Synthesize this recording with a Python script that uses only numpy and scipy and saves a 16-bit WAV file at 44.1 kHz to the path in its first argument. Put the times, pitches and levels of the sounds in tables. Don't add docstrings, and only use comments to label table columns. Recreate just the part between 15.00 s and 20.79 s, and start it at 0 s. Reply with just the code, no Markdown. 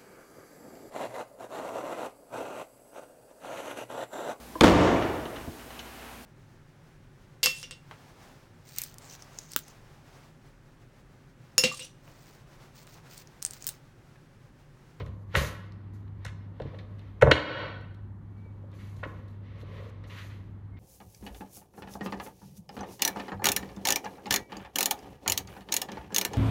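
import sys
import numpy as np
from scipy import signal
from scipy.fft import rfft, irfft
from scipy.io import wavfile
from scipy.ndimage import uniform_filter1d

SR = 44100
rng = np.random.default_rng(int(sys.argv[2]) if len(sys.argv) > 2 else 0)


def log_audio(samples):
    frames = np.atleast_2d(samples).T
    limited = np.clip(frames, -1, 1)
    pcm = np.round(limited * 32767).astype(np.int16)
    wavfile.write(sys.argv[1], SR, pcm)


def ratio(d):
    e = np.asarray(d, float) / 20
    return 10 ** e


N = 255339
T = np.arange(N) / SR

# frequency in Hz, level in dB, t60 in seconds.
BOARD_MODES = [(316, -4.5, 0.071), (423.3, 1, 0.032), (547, 3, 0.035), (601, -3.5, 0.067),
               (728, -14, 0.051), (950, -15, 0.015), (1103, 1.5, 0.014), (1314, -1.5, 0.026),
               (1517, 0, 0.036), (1701, -3, 0.045), (1915, 1, 0.037), (2132, -2.5, 0.032),
               (2676, -6.5, 0.042), (2881, -7.5, 0.067), (3292, -0.5, 0.018), (3637, -0.5, 0.034),
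               (4076, -7, 0.083), (4360, -4.5, 0.04), (5570, -9, 0.02536)]


def unit(x):
    return x / np.sqrt(np.mean(x ** 2))


def shade(x, points):
    hz, db = np.transpose(points)
    f_hz = np.arange(len(x) // 2 + 1) * SR / len(x)
    gain_db = np.interp(np.log(f_hz + 1), np.log(hz), db, -90, -90)
    return irfft(rfft(x) * ratio(gain_db), len(x))


def ring(x, modes):
    out = 0
    for k, (hz, db, t60_s) in enumerate(modes):
        r = np.exp(-np.log(1000) / (t60_s * SR))
        w = 2 * np.pi * hz / SR
        mode = signal.lfilter([0, r * np.sin(w)], [1, -2 * r * np.cos(w), r * r], x)
        out = out + (-1) ** k * ratio(db) * mode
    return out


def walk(rate_hz):
    k = int(SR / rate_hz)
    held = np.repeat(rng.standard_normal(N)[:N // k + 1], k)
    return unit(uniform_filter1d(uniform_filter1d(held, k), k)[:N])


def grit(spread_db):
    return unit(rng.standard_normal(N) * ratio(spread_db * rng.exponential(size=N)))


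def swell(s, db, rise_s, fall_s, hold_s=0):
    early = (s - T) / max(rise_s, .004)
    late = (T - s - max(hold_s, 0)) / max(fall_s, .004)
    return ratio(db - 20 * np.maximum(np.maximum(early, late), 0))


def swells(table):
    return sum(swell(*row) for row in table)


def contact(noise, push):
    x = noise * push
    for _ in range(4):
        spectrum = rfft(x)
        x = irfft(spectrum / (np.abs(spectrum) + 1e-12)) * np.sqrt(push)
    return x * np.sqrt(push)


def blow(noise, db, contact_ms, hardness_oct, spread, spray_db):
    # frequency in Hz, level in dB per Hz.
    spray_spectrum = [(1470, -36), (2500, -21), (3720, -14), (4210, -10.5), (4750, -25.5), (5250, -11.5),
                      (6810, -17.5), (13300, -32.5), (15600, -51)]
    span = np.arange(noise.shape[1]) / SR * 1000 / max(contact_ms, .2)
    push = span * np.exp(-span)
    hz = 250 * 2 ** np.clip(hardness_oct, 0, 5)
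    band = signal.butter(3, [hz / spread, hz * spread], "bandpass", fs=SR, output="sos")
    smack = signal.sosfilt(band, contact(noise[0], push))
    board = ring(smack, BOARD_MODES)
    spray = shade(contact(noise[1], push), spray_spectrum)
    parts = (board, 0), (smack, -8.0), (spray, spray_db)
    return ratio(db) * sum(ratio(part_db) * part / np.abs(part).max() for part, part_db in parts)


def blows():
    # frequency in Hz, level in dB, t60 in seconds.
    counter_modes = [(64.8, -3, 0.27), (79.4, -4, 0.22), (138.9, 2, 0.15), (184.4, -1.5, 0.14),
                     (227, 4, 0.064)]
    # start in seconds, peak in dB.
    thumps = [(0.002, -31), (0.06, -34.5), (0.342, -25.5), (0.353, -18.5), (.397, -25.5), (0.446, -40),
              (1.247, -36), (1.599, -34), (1.622, -35), (1.644, -34), (1.992, -44), (2.211, -23),
              (2.2201, -12.5), (2.261, -15.5), (2.269, -19), (2.285, -25.5), (2.309, -25.5), (3.636, -68),
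              (3.961, -36), (4.033, -41.5), (4.054, -39.5), (4.626, -41.5)]
    # start in seconds, peak in dB, contact in ms,
    # hardness in octaves over 250 Hz.
    slaps = [(0.002, -32.5, 0.79, 1.05), (0.339, -27, 5.3, 1.51), (0.351, -9, 0.946, 2.55),
             (0.354, -20, 2.1, 1.6), (0.403, -28.5, 7.2, 0.44), (0.446, -26, 0.46, 2.83),
             (1.598, -40.5, 1.8, 2.8), (1.784, -44, 4.2, 3.4), (2.211, -22, 4, 2.33),
             (2.2215, -7.5, 1.2, 2.1), (2.3125, -2.5, 1.93, 2.92), (1.616, -42.5, 2.8, 3.4),
             (4.610, -48.5, 2.7, 3.3), (5.035, -55, 3.7, 4)]
    knocks = [(1.598, -26.5, 2.06, 1.1), (1.614, -37, 7.7, 0.87), (1.649, -35, 3.4, 0.13),
              (1.732, -38.5, 5.7, 0.97), (2.2215, -3.5, 1.9, 1.1), (2.235, -17, 1.5, 0.95),
              (2.245, -20.5, 2.9, 1.05), (2.257, -17, 6.2, 1.2), (2.269, -12.5, 2.4, 1.48),
              (2.282, -18, 7.3, 1.22), (2.308, -12, 3.6, 2.74), (2.3132, -8, 0.58, 0.71),
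              (3.457, -47, 1.4, 0.67), (3.668, -58.5, 1.5, 0.34), (4.029, -29.5, 1.4, 1.78),
              (4.030, -27.5, 4.9, 2.65), (4.056, -32, 4.5, 0.044), (4.041, -34, 9.5, 1.78),
              (4.134, -42, 1.6, 0.15), (4.628, -38.5, 1.5, 0.37), (4.788, -49, 5.2, 0.96),
              (3.634, -43.5, 1.03, 0.77), (1.742, -49, 2.3, 3.1)]
    ticks = [(0.060, -44.5, 2.5, 2.9), (0.96, -57, 2.1, 2.3), (1.247, -30.5, 3.6, 2.1),
             (1.261, -35.5, 2.3, 2.6), (1.274, -44, 5.3, 2.6), (1.992, -53, 0.72, 4.6),
             (2.809, -58, 2.9, 5.3), (2.943, -58.5, 2.6, 6.3), (3.379, -73.5, 1.5, 5.5),
             (3.714, -60, 2.8, 4.6), (3.963, -49.5, 4.1, 0.93), (4.278, -61.5, 3.6, 4.7),
             (4.89, -54.5, 5.2, 1.9)]

    size = 16384
    out = np.zeros(N + size)
    t = np.arange(size) / SR
    thump = ring(np.exp(-.5 * ((t - .009) / 0.0015) ** 2), counter_modes)
    thump = thump / np.abs(thump).max()
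    for s, db in thumps:
        i = int(s * SR)
        out[i:i + size] += ratio(db) * thump

    kinds = (slaps, -19, 2.05), (knocks, -36, 1.644), (ticks, -5, 2.05)
    for table, spray_db, spread in kinds:
        noises = rng.standard_normal((24, 2, size))
        for (s, db, contact_ms, hardness_oct), noise in zip(table, noises):
            i = int(s * SR)
            out[i:i + size] += blow(noise, db, contact_ms, hardness_oct, spread, spray_db)
    return out[:N]


def cutting():
    # frequency in Hz, level in dB per Hz.
    hiss_spectrum = [(470, -46), (800, -13), (996, -3), (1600, -4), (1910, 1), (2480, -4), (3080, -6),
                     (3380, -7), (6000, -19.5), (7800, -55), (13200, -120)]
    # peak in seconds, peak in dB, s to rise 20 dB, s to fall 20 dB.
    strokes = [(0.001, -46, .01, 0.05), (.07, -63, -1.6, .16), (0.372, -31, 0.0368, 0.1185),
               (.62, -66, 0, 0.2), (.96, -74, 0.2, 0.5), (1.081, -63.5, -0.9, -1.7),
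               (1.298, -51, 0.07, -0.2), (1.4, -75, 0.9, 3.3), (1.66, -63.5, 0.12, 0.38),
               (1.79, -54.5, 0, .04), (1.985, -69.5, -0.4, 0.85), (3.4, -77.5, 0.3, 2),
               (3.73, -66, -0.4, 0.2), (3.791, -62, -0.14, 0.26), (3.99, -65.5, -0.55, 0.23),
               (4.05, -46, -0.12, -0.05), (4.14, -68, -0.1, 0.36), (4.455, -67, 0.07, 1.7),
               (4.61, -63, 0.1, -0.7), (4.72, -67, 0.07, 0.45), (4.8, -59.5, 0.13, 0.17),
               (5.04, -58, -0.05, 0.08), (5.1, -50, 0, 0.26), (5.19, -50, 0.04, 0.09),
               (5.3, -62, -0.06, 0.15), (5.77, -64.5, -0.3, .11)]
    hiss = unit(shade(grit(0.83), hiss_spectrum))
    board = unit(ring(shade(grit(2.0), hiss_spectrum), BOARD_MODES))
    return unit(hiss + .3 * board) * ratio(1.4 * walk(30)) * swells(strokes)


def dragging():
    # peak in seconds, peak in dB, s to rise 20 dB, s to fall 20 dB.
    drags = [(0.001, -43.5, -11, 0.1246), (.164, -62.5, -4, 0.3), (0.368, -33, -0.0246, 0.1459),
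             (.9, -68, 1.2, 0.2), (1.32, -66, 0.6, 0.15), (1.67, -57.5, 0.24, 0.5),
             (1.786, -63.5, 0.5, 0.8), (2.17, -66, -0.9, 2.5), (3.6, -70.5, 0.1, -3),
             (3.726, -61, 0.3, 0.3), (4.11, -54, 0.16, 0.3), (4.56, -60, 0.2, 0.96),
             (4.68, -56.5, -0.03, 0.34), (4.8, -54.5, 0.1, .2), (4.87, -55.5, .1, -0.15),
             (5.04, -60.5, -0.44, .8), (5.25, -50, -1.1, -0.6)]
    return unit(ring(grit(2.2), BOARD_MODES[1:7])) * ratio(0.55 * walk(25)) * swells(drags)


def sizzling():
    # frequency in Hz, level in dB per Hz.
    sizzle_spectrum = [(2800, -34), (3900, 1), (4600, 1), (5300, -1.5), (6470, 1), (8930, -10.5),
                       (9900, -2.5), (11700, -12), (12600, -4.5), (14300, -5), (14700, -34), (15700, -41)]
    # time of full level in seconds, level in dB, s to rise 20 dB, s to fall 20 dB, hold in
    # # seconds.
    snaps = [(0.068, -77, 0.8, -0.1, 0.018), (.2, -81, 0.7, -3.3, 0.037),
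             (0.36, -38.5, -0.04, 0.1363, 0.015), (0.448, -53, 0.12, 0.05, 0.038),
             (0.936, -72.5, 0, 0.12, 0.014), (1.293, -78, 0.14, -0.03, .015), (1.794, -87, 0.6, -1.5, .015),
             (1.985, -82.5, 0.6, 1, 0.016), (3.389, -85, 0.34, 0.9, .015), (3.74, -74.5, 0, 0.17, 0.31),
             (3.826, -71, 0.1, 0.2, 0.018), (4.073, -77, -0.06, 0.2, .04), (4.282, -81, -0.6, .06, 0.031),
             (4.606, -72, .04, -0.3, 0.023), (4.753, -73.5, 0.2, -0.2, .15), (5.078, -67, 0.02, 0.1, 0.19),
             (5.176, -68.5, 0.07, 0.3, 0.032)]
    return unit(shade(grit(1.8), sizzle_spectrum)) * ratio(0.86 * walk(55)) * swells(snaps)


def whistling():
    # peak in seconds, peak in dB, s to rise 20 dB, s to fall 20 dB, pitch in Hz.
    whistles = [
        (1.24, -73, .06, .04, 2310),
        (1.71, -65, .06, .05, 2355),
        (3.39, -71, .07, .1, 2295),
        (3.46, -65, .06, .13, 2285),
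        (3.8, -68, .05, .08, 2190),
        (3.93, -68, .08, .16, 2150),
        (5.77, -61, .07, .1, 2146),
    ]
    rows = np.transpose(whistles)
    hz = np.interp(T, rows[0], rows[-1]) * (1 + 0.0042 * walk(60))
    flutter = ratio(2.5 * walk(54))
    level = (ratio(-92) + swells(row[:-1] for row in whistles)) * flutter
    return level * np.sin(2 * np.pi * np.cumsum(hz) / SR)


def room(x):
    # band centre in Hz, t60 in seconds, level in dB.
    room_bands = [(132, 0.77, -10.5), (238.2, 0.65, -5), (514.6, 0.72, -13.5), (963, 0.74, -5),
                  (2020, 0.69, -8.5), (3985, 0.65, -9), (7800, 0.29, -7), (12860, .2, -17)]
    t = T[:SR]
    tail = 0
    for hz, t60_s, db in room_bands:
        octave = [(hz / 2, -20), (hz / 1.3, 0), (hz * 1.3, 0), (hz * 2, -20)]
        band = shade(rng.standard_normal(SR), octave)
        decay = np.exp(-np.log(1000) * t / t60_s) * np.clip(t / 0.0021, 0, 1)
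        tail = tail + ratio(db) * band * decay / np.sqrt(np.sum(decay ** 2))
    return signal.fftconvolve(x, tail)[:N]


def kitchen():
    # frequency in Hz, level in dB per Hz.
    rumble_spectrum = [(20, -56.5), (30, -31), (47, -12), (69, -12.5), (100, -14), (128, -16.5), (172, -14),
                       (207, -19), (373, -29), (500, -43.5), (903, -37), (1910, -48.5), (2600, -65),
                       (15000, -74.5)]
    hum_hz, hum_db, rumble_db = 99.9, -42.5, -46.5
    hum = np.sqrt(2) * np.sin(2 * np.pi * hum_hz * T + 0.28 * walk(18))
    hum = hum * ratio(hum_db + 0.93 * walk(9))
    rumble = unit(shade(rng.standard_normal(N), rumble_spectrum))
    return hum + ratio(rumble_db + 0.19 * walk(2.0)) * rumble


def gain():
    # start in seconds, depth in dB, hold in seconds.
    dips = [
        (-.03, 0.5, .31),
        (0.344, 3, 0.039),
        (2.203, 16.5, 0.22),
    ]
    attack_s, release_db_per_s, rest_db = 0.023, 84.5, -1.5
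    db = rest_db
    for s, depth_db, hold_s in dips:
        low = s + attack_s
        release = low + hold_s
        times = [s, low, release, release + depth_db / release_db_per_s]
        db = db - np.interp(T, times, [0, depth_db, depth_db, 0])
    return ratio(db)


def scene():
    hits = blows() / gain()
    rubs = (cutting() + dragging() + sizzling()) / gain()
    return (hits + rubs + room(hits + .5 * rubs) + whistling() + kitchen())[None]


def band_limit(x):
    return signal.sosfilt(signal.butter(12, 15720, fs=SR, output="sos"), x)


def record(dry):
    # frequency in Hz, level in dB.
    mic_response = [(10, 0), (4200, 0), (5200, -4), (6300, -1.5), (21000, -1.5)]
    bass_cut = signal.butter(2, 36, "highpass", fs=SR, output="sos")
    thin = signal.sosfilt(bass_cut, shade(dry[0], mic_response)[None])
    ducked = thin * gain()
    return band_limit(1.197 * np.tanh(ducked / 1.185))


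dry = scene()
out = record(dry)
log_audio(out)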